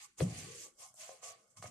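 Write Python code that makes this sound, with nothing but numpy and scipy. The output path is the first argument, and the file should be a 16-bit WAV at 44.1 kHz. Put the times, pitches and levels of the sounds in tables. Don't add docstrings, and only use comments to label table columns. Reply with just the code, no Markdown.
import sys
import numpy as np
from scipy import signal
from scipy.fft import rfft, irfft, next_fast_len
from scipy.io import wavfile

SR = 44100
rng = np.random.default_rng(int(sys.argv[2]) if len(sys.argv) > 2 else 0)


def generate_wav(sig):
    pcm = np.round(np.clip(np.atleast_2d(sig).T, -1, 1) * 32767).astype(np.int16)
    wavfile.write(sys.argv[1], SR, pcm)


N = 74970
T = np.arange(N) / SR

# (time [s], hiss level [dB], middle register relative to the hiss [dB])
FLOUR_FRICTION = [(0.0, -59, 1), (0.046, -52.5, -10.5), (0.074, -68, -4.5), (0.112, -78, 2),
                  (0.164, -83.5, -5), (0.184, -48.5, -20), (0.208, -47.5, 1), (0.24, -48, -10.5),
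                  (0.254, -55, -6.5), (0.274, -59.5, -1), (0.388, -51, -2), (0.478, -56.5, -1),
                  (0.644, -50.5, -10), (0.728, -75.5, -7.5), (0.766, -74, -48), (0.794, -57, -16),
                  (0.828, -53, -11), (0.88, -58.5, -22), (0.932, -71.5, -54.5), (0.942, -72, -39),
                  (0.96, -64.5, -23), (1.012, -50, -6.5), (1.136, -60.5, -5), (1.212, -74, -3),
                  (1.24, -50, -8.5), (1.302, -52, -7), (1.358, -72, 2.5), (1.486, -77.5, -15),
                  (1.514, -73, -17), (1.562, -79, -22), (1.572, -53.5, -16), (1.614, -68, -13.5),
                  (1.628, -51.5, -7.5), (1.656, -61.5, -1), (1.676, -53.5, -9), (1.7, -65, -4)]
# (frequency [Hz], relative density [dB per Hz])
HISS_SPECTRUM = [(2060, -26.5), (3500, -2.5), (3740, -14), (4790, -5.5), (5330, -3), (6600, 3), (8370, 0),
                 (9880, -6.5), (12300, -17.5), (13800, -16), (14400, -25)]
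MIDDLE_SPECTRUM = [(880, -36), (1500, -5.5), (1670, -8), (2090, 2.5), (2480, -3.5), (2630, 0), (2800, -2),
                   (3720, -6.5), (4600, -2), (5980, -26), (10100, -120)]
# (frequency [Hz], left-right difference [dB])
TREBLE_BALANCE = [(1400, -5.5), (2200, 0.0), (3500, -2.5), (5000, 1.5), (6800, -9), (8600, 7.5), (10500, 9),
                  (14000, 5.5)]
# (frequency [Hz], left-right likeness [-1 to 1])
LIKENESS = [(60, .985), (200, .97), (400, .85), (800, .5), (1500, .12), (3000, .05), (14000, 0.0)]
# (time [s], board level [dB], board pitch region [Hz],
# narrowness [dB per squared octave], pin level [dB])
WOOD_HUM = [(0, -71, 653, 40, -71.5), (.05, -97, 600, 12, -64), (.09, -77, 350, 196, -83),
            (.16, -106, 350, 100, -99), (.19, -63, 400, -7, -60.5), (.3, -56.5, 334, 4, -67),
            (.38, -62, 400, -8, -68.5), (.46, -62, 400, 8, -65.5), (.52, -64.5, 460, 194, -70.5),
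            (.6, -63.5, 427, 49, -83.5), (.67, -64, 452, 26, -70), (.73, -84, 400, 15, -88),
            (.77, -85, 490, 30, -88), (.8, -69.5, 640, 11, -68), (.84, -66.5, 740, 51, -61),
            (.9, -78, 760, 74, -73), (.96, -92, 700, 57, -89), (.99, -65.5, 613, 398, -72),
            (1.03, -61.5, 605, 400, -69.5), (1.075, -66, 660, 150, -68.5), (1.13, -61.5, 564, 32, -70),
            (1.21, -75.5, 620, 37, -80.5), (1.235, -60.5, 610, 69, -61), (1.31, -62, 640, 35, -67.5),
            (1.36, -73.5, 640, 20, -74.5), (1.42, -76, 540, 27, -80), (1.55, -83.5, 550, 118, -89.5),
            (1.58, -80, 585, 30, -63), (1.615, -80, 570, 22, -80), (1.65, -68, 610, 14, -60),
            (1.7, -77, 597, 16, -77)]
# (frequency [Hz], relative level [dB], t60 [s], left-right difference [dB])
WOOD_MODES = [(292, 0, 0.06, -10), (350, 2.5, 0.037, 10.5), (400, -6.5, 0.079, 11), (462, -1.5, 0.034, 7),
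              (525.3, -1, 0.13, 9.5), (623, -3, 0.13, 6), (673, -3, 0.074, -1), (720, -2.5, 0.091, -9),
              (767, -6, 0.039, 20), (837, -10, 0.031, -9.5), (1049, -5.5, 0.039, -3.5),
              (1140, -3.5, 0.023, -11), (1250, -8.5, 0.11, 0.5), (1499, -13, 0.086, -2.5),
              (1920, -18, 0.012, 2), (2182, -7, 0.01, -3.5)]
# (time [s], level before the rumble trim [dB])
RUMBLE_LEVEL = [(0, -76), (.16, -91), (.19, -62), (.21, -31.5), (.24, -36), (.27, -36), (.312, -42),
                (.37, -44.5), (.45, -51), (.524, -56), (.6, -67.5), (.756, -94), (.8, -78.5), (.87, -81.5),
                (.956, -75.5), (1.04, -79.5), (1.116, -76), (1.192, -84), (1.244, -77), (1.34, -77.5),
                (1.448, -93), (1.51, -86), (1.56, -74), (1.6, -54), (1.62, -63.5), (1.652, -53), (1.7, -53)]
# (frequency [Hz], relative level [dB], width of the first resonance [Hz])
RUMBLE_MODES = [(67, -13, 59), (99.1, 2, 17.4), (121.5, 3, 17), (162.1, 1, 30.4), (243, -7, 57)]
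# (frequency [Hz], relative density [dB per Hz])
FLOOR_SPECTRUM = [(24, -28), (40, 15), (124, -32), (193, 14), (518, -10.5), (891, -32.5), (1420, 4.5),
                  (2390, -20), (2630, -38), (3720, -88), (4750, -16), (8170, -0.5), (14400, -28)]
# (time [s], level [dB], pitch region struck [Hz], narrowness [dB per squared octave], crack level [dB])
KNOCKS = [(.198, -41, 400, 27, -63), (.2045, -30, 1570, 25, -52), (0.2072, -23.5, 486, 23, -56),
          (.213, -57, 600, 23, -70), (.2195, -30.5, 358, 34, -55), (.942, -61, 740, 47, -91),
          (1.0925, -40, 697, 30, -76), (1.109, -71, 720, 62, -72), (1.230, -50, 660, 60, -66),
          (1.571, -55, 1230, 33, -74), (1.6255, -35, 1160, 1, -56.5), (1.629, -71, 1270, 20, -62),
          (1.6417, -40.5, 655, 37, -56), (1.6576, -40.5, 1300, 17, -44), (1.662, -59, 1140, 18, -64)]
# (time [s], level before the low cut [dB], decay constant [s])
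FLOUR_TICKS = [(.503, -60, 0.002), (0.941, -54, 0.0029), (0.963, -69, 0.002)]
# (start [s], length [s], from [Hz], to [Hz], level [dB], width [Hz])
RASP = (1.025, .085, 1150, 1750, -69, 260)
# (frequency [Hz], width [Hz], lift [dB])
PORTS = [(8320, 600, 4), (7350, 433, 3.5)]

GRAINS_PER_S, GRAIN_SPREAD_DB = 9000, -0.5
HISS_PATCHY_DB, MIDDLE_PATCHY_DB, FLOOR_PATCHY_DB = 2.5, 1.0, -3.0
PIN_FROM_HZ, HUM_WIDTH_HZ = 800, 20
RUMBLE_TRIM_DB, FLOOR_DB = -4.0, -82.5
ROOM_T60_S, WALL_CUT_HZ = 0.23, 1740
KNOCK_ROOM_DB, RUB_ROOM_DB = -14.5, -27
KNOCK_LOW_CUT_HZ = 176
CONTACT_WIDTH, CONTACT_DB = 0.84, -2
MODE_TRIM_DB, MODE_CHANCE_DB = -8.5, 1.5
CRACK_S, CRACK_HZ = .002, (1300, 3000)
THUD_S, THUD_FROM_HZ, THUD_TO_HZ, THUD_SEAT_S = .2115, 104, 188, .0225
THUD_DB, THUD_ATTACK_S, THUD_T60_S = -17, .012, 0.16
TICK_FROM_HZ = 5400
CUTOFF_HZ = 14900


def amp(db):
    return 10 ** (np.asarray(db) / 20)


def rms_one(x):
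    return x / np.sqrt(np.mean(x ** 2) + 1e-20)


def in_time(rows):
    s, *columns = np.transpose(rows)
    return [np.interp(T, s, column) for column in columns]


def at_hz(points, hz):
    table_hz, values = np.transpose(points)
    return np.interp(np.log(hz), np.log(table_hz), values)


def pan(db):
    return amp(np.array([[db / 2], [-db / 2]]))


def drift(rate_hz):
    step = 40
    r = np.exp(-2 * np.pi * rate_hz * step / SR)
    noise = rng.standard_normal(N // step + 2002)
    slow = signal.lfilter([1], [1, -2 * r, r * r], noise)[2000:]
    return np.interp(np.arange(N) / step, np.arange(len(slow)), rms_one(slow))


def stereo(mid, side, hz):
    alike = np.clip(at_hz(LIKENESS, hz), -1, 1)
    return np.sqrt(1 + alike) * mid + np.sqrt(1 - alike) * side * [[1], [-1]]


def resonate(x, hz, width_hz):
    r = np.exp(-np.pi * width_hz / SR)
    feedback = [1, -2 * r * np.cos(2 * np.pi * hz / SR), r * r]
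    return signal.lfilter([(1 - r * r) / 2, 0, (r * r - 1) / 2], feedback, x)


def filtered(x, order, hz, kind):
    return signal.sosfilt(signal.butter(order, hz, kind, fs=SR, output="sos"), x)


def banded(source, spectrum, patchy_db):
    lowest, highest = spectrum[0][0], spectrum[-1][0]
    edges = lowest * 2 ** np.arange(0, np.log2(highest / lowest) + .3, 1 / 4)
    out = 0
    for k, (low, high) in enumerate(zip(edges, edges[1:])):
        mid, side = filtered(source[k % 2], 2, [low, high], "band")
        hz = np.sqrt(low * high)
        gain = amp(at_hz(spectrum, hz) + patchy_db * drift(30.3))
        lean_db = at_hz(TREBLE_BALANCE, hz) * (hz > 1400)
        out = out + gain * pan(lean_db) * stereo(mid, side, hz)
    return rms_one(out)


def grains():
    shape = (4, N)
    uneven = amp(GRAIN_SPREAD_DB * np.minimum(rng.exponential(1, shape), 4.0))
    size = uneven * rng.standard_normal(shape)
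    strikes = rng.random(shape) < GRAINS_PER_S / SR
    return (size * strikes).reshape(2, 2, N)


def flour_rub(hiss):
    hiss_db, middle_db = in_time(FLOUR_FRICTION)
    middle = banded(grains(), MIDDLE_SPECTRUM, MIDDLE_PATCHY_DB)
    return amp(hiss_db) * hiss + amp(hiss_db + middle_db) * middle


def hum():
    board_db, region_hz, narrow_db, pin_db = in_time(WOOD_HUM)
    shares = np.array([amp(db - narrow_db * np.log2(hz / region_hz) ** 2) * (hz < PIN_FROM_HZ)
                       for hz, db, t60, lr in WOOD_MODES])
    shares = amp(board_db) * shares / np.sqrt((shares ** 2).sum(axis=0))
    out = 0
    for share, (hz, db, t60, lr) in zip(shares, WOOD_MODES):
        level = share if hz < PIN_FROM_HZ else amp(pin_db + db)
        narrow = resonate(rng.standard_normal((2, N)), hz, HUM_WIDTH_HZ)
        tone = resonate(narrow, hz, 11.8 * HUM_WIDTH_HZ)
        come_and_go = amp(2.0 * drift(3.0))
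        out = out + level * come_and_go * pan(lr) * rms_one(stereo(*tone, hz))
    return out


def rumble():
    level_db, = in_time(RUMBLE_LEVEL)
    low = 0
    for hz, db, width_hz in RUMBLE_MODES:
        narrow = resonate(rng.standard_normal((2, N)), hz, width_hz)
        mode = rms_one(resonate(narrow, hz, 2 * width_hz))
        low = low + amp(db) * stereo(*mode, hz)
    return amp(level_db + RUMBLE_TRIM_DB) * rms_one(low)


def faint_floor():
    return amp(FLOOR_DB) * banded(rng.standard_normal((2, 2, N)), FLOOR_SPECTRUM, FLOOR_PATCHY_DB)


def kitchen(x):
    size = next_fast_len(N + SR)
    hz = np.arange(size // 2 + 1) * SR / size
    lags_s = rng.uniform(.012, .035, (2, 8, 1))
    loss = amp(-60 * lags_s / ROOM_T60_S) / (1 + 1j * hz / WALL_CUT_HZ)
    loop = loss * np.exp(-2j * np.pi * hz * lags_s)
    response = (loop / (1 - loop)).sum(axis=1)
    return irfft(rfft(x.mean(axis=0), size) * response, size)[:, :N]


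def ring(clicks, hz, t60):
    r, w = amp(-60 / (t60 * SR)), 2 * np.pi * hz / SR
    return signal.lfilter([0, np.sin(w)], [1, -2 * r * np.cos(w), r * r], clicks + 1e-18)


def knocks():
    out, length = np.zeros((2, N + SR)), SR // 4
    t = np.arange(length) / SR
    click = (np.arange(length) == 0) + 1e-18
    for s, db, region_hz, narrow_db, crack_db in KNOCKS:
        width_hz = CONTACT_WIDTH * region_hz
        touch = resonate(resonate(click, region_hz, width_hz), region_hz, width_hz)
        sound = amp(CONTACT_DB) * touch / np.abs(touch).max()
        for hz, mode_db, t60, lr in WOOD_MODES:
            distance_db = narrow_db * np.log2(hz / region_hz) ** 2
            chance_db = rng.normal(0, MODE_CHANCE_DB)
            gain = amp(mode_db + MODE_TRIM_DB - distance_db + chance_db)
            sound = sound + gain * pan(lr) * ring(touch, hz, t60)
        grit = rng.standard_normal((2, length))
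        crack = filtered((grit[0] + 0.93 * grit) * np.exp(-t / CRACK_S), 2, CRACK_HZ, "band")
        start = int(s * SR)
        out[:, start:start + length] += amp(db) * sound + amp(crack_db) * crack
    return filtered(out[:, :N], 4, KNOCK_LOW_CUT_HZ, "high")


def thud():
    t = np.maximum(T - THUD_S, 0)
    hz = THUD_TO_HZ + (THUD_FROM_HZ - THUD_TO_HZ) * np.exp(-(t / THUD_SEAT_S) ** 2)
    swell = 1 - np.exp(-(t / THUD_ATTACK_S) ** 2)
    decay = amp(-60 * t / THUD_T60_S)
    phase = 2 * np.pi * np.cumsum(hz * (t > 0)) / SR
    return amp(THUD_DB) * swell * decay * np.sin(phase)


def flour_ticks(hiss):
    bursts = sum(amp(db) * (T > s) * np.exp(-np.maximum(T - s, 0) / decay_s)
                 for s, db, decay_s in FLOUR_TICKS)
    return filtered(bursts * hiss, 4, TICK_FROM_HZ, "high")


def rasp():
    start_s, length_s, from_hz, to_hz, db, width_hz = RASP
    along = np.clip((T - start_s) / length_s, 0, 1)
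    phase = 2 * np.pi * np.cumsum(from_hz + (to_hz - from_hz) * along) / SR
    slow = rms_one(filtered(rng.standard_normal((2, 2, N)), 2, width_hz / 2, "low"))
    return amp(db) * np.sin(np.pi * along) * (slow[0] * np.sin(phase) + slow[1] * np.cos(phase))


def scene():
    hiss = banded(grains(), HISS_SPECTRUM, HISS_PATCHY_DB)
    flour = flour_rub(hiss) + flour_ticks(hiss)
    hits = knocks()
    room = kitchen(amp(KNOCK_ROOM_DB) * hits + amp(RUB_ROOM_DB) * flour)
    return flour + hum() + rumble() + faint_floor() + room + hits + thud() + rasp()


def record(dry):
    wet = np.array([x + (amp(lift_db) - 1) * resonate(x, hz, width_hz)
                    for x, (hz, width_hz, lift_db) in zip(dry, PORTS)])
    return signal.sosfilt(signal.cheby2(18, 70, CUTOFF_HZ, fs=SR, output="sos"), wet)


dry = scene()
out = record(dry)
generate_wav(out)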